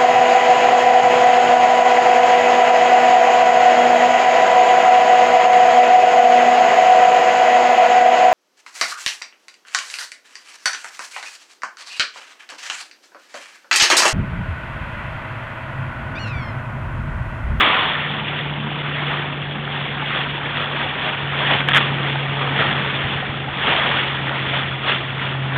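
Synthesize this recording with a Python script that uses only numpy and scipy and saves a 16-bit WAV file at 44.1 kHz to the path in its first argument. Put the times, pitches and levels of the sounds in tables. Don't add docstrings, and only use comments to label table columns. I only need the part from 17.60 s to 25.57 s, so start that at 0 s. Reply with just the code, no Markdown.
import sys
import numpy as np
from scipy import signal
from scipy.fft import rfft, irfft, next_fast_len
from scipy.io import wavfile
from scipy.ndimage import uniform_filter1d

SR = 44100
rng = np.random.default_rng(int(sys.argv[2]) if len(sys.argv) > 2 else 0)


def transcribe(u):
    v = np.clip(np.atleast_2d(u).T, -1, 1)
    q = np.round(v * 32767).astype(np.int16)
    wavfile.write(sys.argv[1], SR, q)


N = 351477

# (peak time [s], level [dB], rise [s per 10 dB], fall [s per 10 dB], tightness [dB])
SHEET_SWINGS = [(.02, -12.5, 1.1, 0.3527, 5.5), (.79, -27.5, .25, 0.1, -3.5), (1.55, -23, 0.52, 0.2, -0.5),
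                (2.15, -27, 0.2, .5, -0.5), (2.575, -20.5, 0.18, 0.14, 2), (2.98, -23, 0.25, 0.2, -1),
                (3.2, -22.5, 0.15, 0.23, -1.5), (3.47, -22, .17, .17, -2.5), (3.93, -15.5, 0.21, 0.08, 1.5),
                (4.01, -22, -0.02, -0.02, -3.5), (4.088, -19, .02, .04, 4), (4.18, -16.5, .06, 0.15, 3.5),
                (4.44, -23.5, 0.14, 0.56, -0.5), (4.82, -23.5, 0.1, 0.37, -4), (5.005, -16, 0.04, 0.15, 2),
                (5.2, -23, .2, 0.6, 0.5), (5.53, -24.5, .3, .22, 0), (6.09, -15.5, 0.0958, 0.34, 0),
                (6.369, -20, 0.26, 0.18, 0), (6.76, -24.5, 0.2, 0.22, 1.5), (6.95, -20.5, 0.13, 0.17, 0.5),
                (7.295, -15.5, .05, 0.1, 5.5), (7.62, -24.5, 0.15, .22, 2.5), (7.96, -22, .07, -0.6, 3)]
# (frequency [Hz], gain [dB])
CREASE_SPECTRUM = [(150, -10.5), (250, -4), (480, 0), (750, 0.5), (1250, 3), (1500, 2.5), (1850, 2),
                   (2300, 0.5), (2750, 2), (3400, -3), (4200, -4)]
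# (time [s], half-width [s], resonance [Hz], gain [dB])
BILLOW_CAVITIES = [(0.022, 0.05, 1140, 3), (0.18, .08, 1000, 2.5), (3.873, 0.058, 1720, -4.5),
                   (3.921, 0.023, 604, 2), (5.094, 0.082, 1325, -2.5), (7.27, .04, 700, -0.5)]
# (time [s], relative peak [dB])
LARGE_CRACKS = [(.007, 1), (.013, -0.5), (.045, -6.5), (.788, -12.5), (2.97, -8.5), (3.912, -11),
                (3.936, -5), (3.986, -8.5), (4.004, -8), (4.086, -1.5), (4.093, -7), (4.111, -7.5),
                (4.118, -4.5), (4.989, -8), (5.127, -11.5), (6.164, -7), (6.198, -8), (6.693, -9),
                (7.277, -10)]
# (frequency [Hz], gain [dB], T60 [s])
PANEL_MODES = [(700, -12.5, 0.0069), (1260, -5.5, 0.0085), (1660, -1.5, 0.0078), (1993, 0.5, 0.007),
               (2770, -4, 0.0063), (3230, -1.5, 0.0058), (3650, -3, 0.005)]
# (onset [s], envelope peak [dB], frequency [Hz])
FOLD_PUFFS = [(5.446, -19, 115), (5.556, -23, 99), (5.695, -21, 105)]
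# (time [s], level [dB])
HUM_LEVEL = [(0, -43), (.17, -41.5), (.44, -31.5), (.73, -31.5), (1.05, -28.5), (1.85, -30), (3.18, -33),
             (3.38, -37.5), (3.68, -29.5), (4.35, -25.5), (4.95, -26), (5.6, -33), (6.2, -33.5),
             (6.55, -29), (7.15, -29), (7.35, -32.5), (7.97, -23)]
# (multiple of firing rate, relative level [dB])
EXHAUST_HARMONICS = [(1, 1), (2, -22), (3, -35.5), (5, -19.5)]
# (frequency [Hz], relative density [dB])
RUMBLE_SPECTRUM = [(15, -42), (25, -29), (40, -17.5), (62, -5), (90, -1), (130, -1), (185, 0), (260, -3.5),
                   (400, -6.5), (800, -15), (2000, -35)]
# (time [s], relative level [dB])
STIRRED_AIR_LEVEL = [(0, -36.5), (1.0, -34.5), (3.75, -37.5), (3.95, -32.5), (4.25, -31), (4.6, -35),
                     (5.05, -32), (5.7, -35), (7.97, -35)]
# (time [s], level [dB])
BASS_SWELLS = [(.58, -34), (1.042, -34.5), (2.0, -36)]


def crinkle(motion_db, tightness_db, snaps_per_s=4200, papery_hz=1860, papery_db=-9.5, width_hz=260):
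    crease_rate = snaps_per_s * from_db((motion_db - np.mean(motion_db)) / 2)
    foil = creases(crease_rate, tightness_db) + from_db(-7) * facet_pops()
    foil = foil * from_db(0.16 * drift(45))
    foil = foil + from_db(papery_db) * resonance(foil, papery_hz, width_hz)
    for time_s, half_width_s, hz, db in BILLOW_CAVITIES:
        foil = foil + from_db(db) * bump(time_s, half_width_s) * resonance(foil, hz, width_hz)
    running_rms = np.sqrt(uniform_filter1d(foil ** 2, size=2000) + 1e-12)
    flutter_db = 0.7 * drift(18)
    return foil / running_rms * from_db(motion_db + 0.5 + flutter_db)


def creases(per_s, tightness_db, spread_db=2.5, patchy_db=2.5, sheet_share=0.34):
    whole_sheet = unit_rms(snaps(per_s, spread_db))
    edges_hz = np.geomspace(170, 4600, num=17)
    out = 0
    for low_hz, high_hz in zip(edges_hz, edges_hz[1:]):
        facets = unit_rms(snaps(per_s / 2, spread_db))
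        drive = np.sqrt(sheet_share) * whole_sheet + np.sqrt(1 - sheet_share) * facets
        band = signal.sosfilt(signal.butter(1, [low_hz, high_hz], "band", fs=SR, output="sos"), drive)
        hz = np.sqrt(low_hz * high_hz)
        tilt_db = 0.41 * tightness_db * np.log2(max(hz, 700) / 1800)
        out = out + band * from_db(spectrum_db(CREASE_SPECTRUM, hz) + tilt_db + patchy_db * drift(14))
    return unit_rms(out)


def facet_pops(per_s=240, t60_cycles=42, count=26):
    pitches_hz = np.linspace(750, 3500, count) * from_db(.2 * rng.standard_normal(count))
    clicks = snaps(per_s, spread_db=1.9)
    facet = rng.integers(0, count, N)
    pops = sum(ring(clicks * (facet == k), hz, t60_cycles / hz) for k, hz in enumerate(pitches_hz))
    return unit_rms(pops)


def snaps(per_s, spread_db):
    sizes = from_db(spread_db * np.minimum(rng.exponential(1, N), 4.5))
    return sizes * rng.choice([-1, 1], N) * (rng.random(N) < per_s / SR)


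def sheet_motion(rest_db=-31.0, rest_tightness_db=-4):
    t = np.arange(0, N + 100, 100) / SR
    power = np.full(len(t), from_db(rest_db) ** 2)
    weighted_tightness = power * rest_tightness_db
    for peak_s, db, rise_s, fall_s, tightness_db in SHEET_SWINGS:
        drop_db = 10 * np.maximum((peak_s - t) / rise_s, (t - peak_s) / fall_s)
        swing_power = from_db(db - drop_db) ** 2
        power += swing_power
        weighted_tightness += swing_power * tightness_db
    return per_sample(np.transpose([t, 10 * np.log10(power), weighted_tightness / power]))


def cracks(gain_db=-2.5, slip_decay_s=0.0015, stiffening=0.96):
    t = np.arange(SR // 40) / SR
    out = np.zeros(N + len(t))
    for time_s, peak_db in list(LARGE_CRACKS) + rattle():
        slips = rng.choice([-1, 1], len(t)) * np.exp(-t / slip_decay_s)
        crack = sum((-1) ** k * from_db(db) * ring(slips, hz, t60_s)
                    for k, (hz, db, t60_s) in enumerate(PANEL_MODES))
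        crack = np.tanh(stiffening * crack / np.max(np.abs(crack))) / np.tanh(stiffening)
        start = round(time_s * SR)
        out[start:start + len(t)] += from_db(peak_db + gain_db) * crack
    return out[:N]


def rattle(climax_s=4.172, gap_s=.0055, count=10, peak_db=2.0, rise_db_per_s=140, fall_db_per_s=400):
    offset_s = gap_s * (2 - np.arange(count) + .15 * rng.standard_normal(count))
    drop_db = np.maximum(-offset_s * rise_db_per_s, offset_s * fall_db_per_s)
    return list(zip(climax_s + offset_s, peak_db - drop_db))


def puffs(rise_s=.005):
    out = 0
    for onset_s, peak_db, hz in FOLD_PUFFS:
        age_s = np.maximum(np.arange(N) / SR - onset_s, 0)
        envelope = age_s / rise_s * np.exp(1 - age_s / rise_s)
        out = out + from_db(peak_db) * envelope * np.sin(2 * np.pi * hz * age_s)
    return out


def engine(start_hz=147.1, sag_hz_per_s=1.72, wander=.003, throb_db=1.28):
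    firing_hz = (start_hz - sag_hz_per_s * np.arange(N) / SR) * (1 + wander * drift(4.5))
    phase = 2 * np.pi * np.cumsum(firing_hz) / SR
    tone = sum(from_db(db) * np.sin(k * phase) for k, db in EXHAUST_HARMONICS)
    hum_db, = per_sample(HUM_LEVEL)
    return unit_rms(tone) * from_db(hum_db + throb_db * drift(30))


def rumble(motion_db, air_gain_db=2.0, motion_share=.2, deep_gain_db=-34.5, split_hz=100):
    air_db = per_sample(STIRRED_AIR_LEVEL)[0] + motion_share * (motion_db - np.mean(motion_db))
    hz = np.maximum(np.fft.rfftfreq(N, 1 / SR), 1)
    spectrum = rfft(rng.standard_normal(N)) * from_db(spectrum_db(RUMBLE_SPECTRUM, hz))
    noise = unit_rms(irfft(spectrum, N))
    deep = irfft(rfft(noise) / (1 + (hz / split_hz) ** 6), N)
    return deep * from_db(deep_gain_db) + (noise - deep) * from_db(air_db + air_gain_db)


def bass_swells(hz=212.5, width_hz=35, half_width_s=.09):
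    noise = resonance(resonance(rng.standard_normal(N), hz, width_hz), hz, width_hz)
    return unit_rms(noise) * sum(from_db(db) * bump(time_s, half_width_s) for time_s, db in BASS_SWELLS)


def from_db(db):
    return 10 ** (np.asarray(db) / 20)


def unit_rms(x):
    return x / np.sqrt(np.mean(x ** 2) + 1e-20)


def per_sample(rows):
    times_s, *columns = np.transpose(rows)
    return [np.interp(np.arange(N) / SR, times_s, column) for column in columns]


def spectrum_db(rows, hz):
    knots_hz, knots_db = np.transpose(rows)
    return np.interp(np.log(hz), np.log(knots_hz), knots_db)


def drift(rate_hz):
    pole = np.exp(-40 * np.pi * rate_hz / SR)
    noise = rng.standard_normal(N // 20 + 4002)
    slow = signal.lfilter([1], [1, -2 * pole, pole * pole], noise)[4000:]
    return np.interp(np.arange(N) / 20, np.arange(len(slow)), unit_rms(slow))


def bump(time_s, half_width_s):
    return np.exp(-((np.arange(N) / SR - time_s) / half_width_s) ** 2)


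def ring(clicks, hz, t60_s):
    radius, angle = from_db(-60 / (t60_s * SR)), 2 * np.pi * hz / SR
    return signal.lfilter([0, np.sin(angle)], [1, -2 * radius * np.cos(angle), radius ** 2], clicks + 1e-18)


def resonance(x, hz, width_hz):
    radius, angle = np.exp(-np.pi * width_hz / SR), 2 * np.pi * hz / SR
    numerator = np.array([1, 0, -1]) * (1 - radius ** 2) / 2
    return signal.lfilter(numerator, [1, -2 * radius * np.cos(angle), radius ** 2], x)


def scene():
    motion_db, tightness_db = sheet_motion()
    blanket = crinkle(motion_db, tightness_db) + cracks() + puffs()
    return (blanket + engine() + rumble(motion_db) + bass_swells())[None]


def record(dry, headroom=0.85, overload=.73, cutoff_hz=16000):
    bright = dry + from_db(-6.5) * resonance(dry, hz=3360, width_hz=420)
    rounded = bright / (1 + (bright / headroom) ** 6) ** (1 / 6)
    fft_size = next_fast_len(N + SR // 10)
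    hz = np.fft.rfftfreq(fft_size, 1 / SR)
    voice_band_db = np.interp(hz, [3475, 4543, 4793], [0, -32, -90])
    narrow = irfft(rfft(rounded, fft_size) * from_db(voice_band_db), fft_size)[:, :N]
    clipped = np.clip(narrow, -overload, overload)
    return signal.sosfilt(signal.cheby2(12, 70, cutoff_hz, fs=SR, output="sos"), clipped)


dry = scene()
out = record(dry)
transcribe(out)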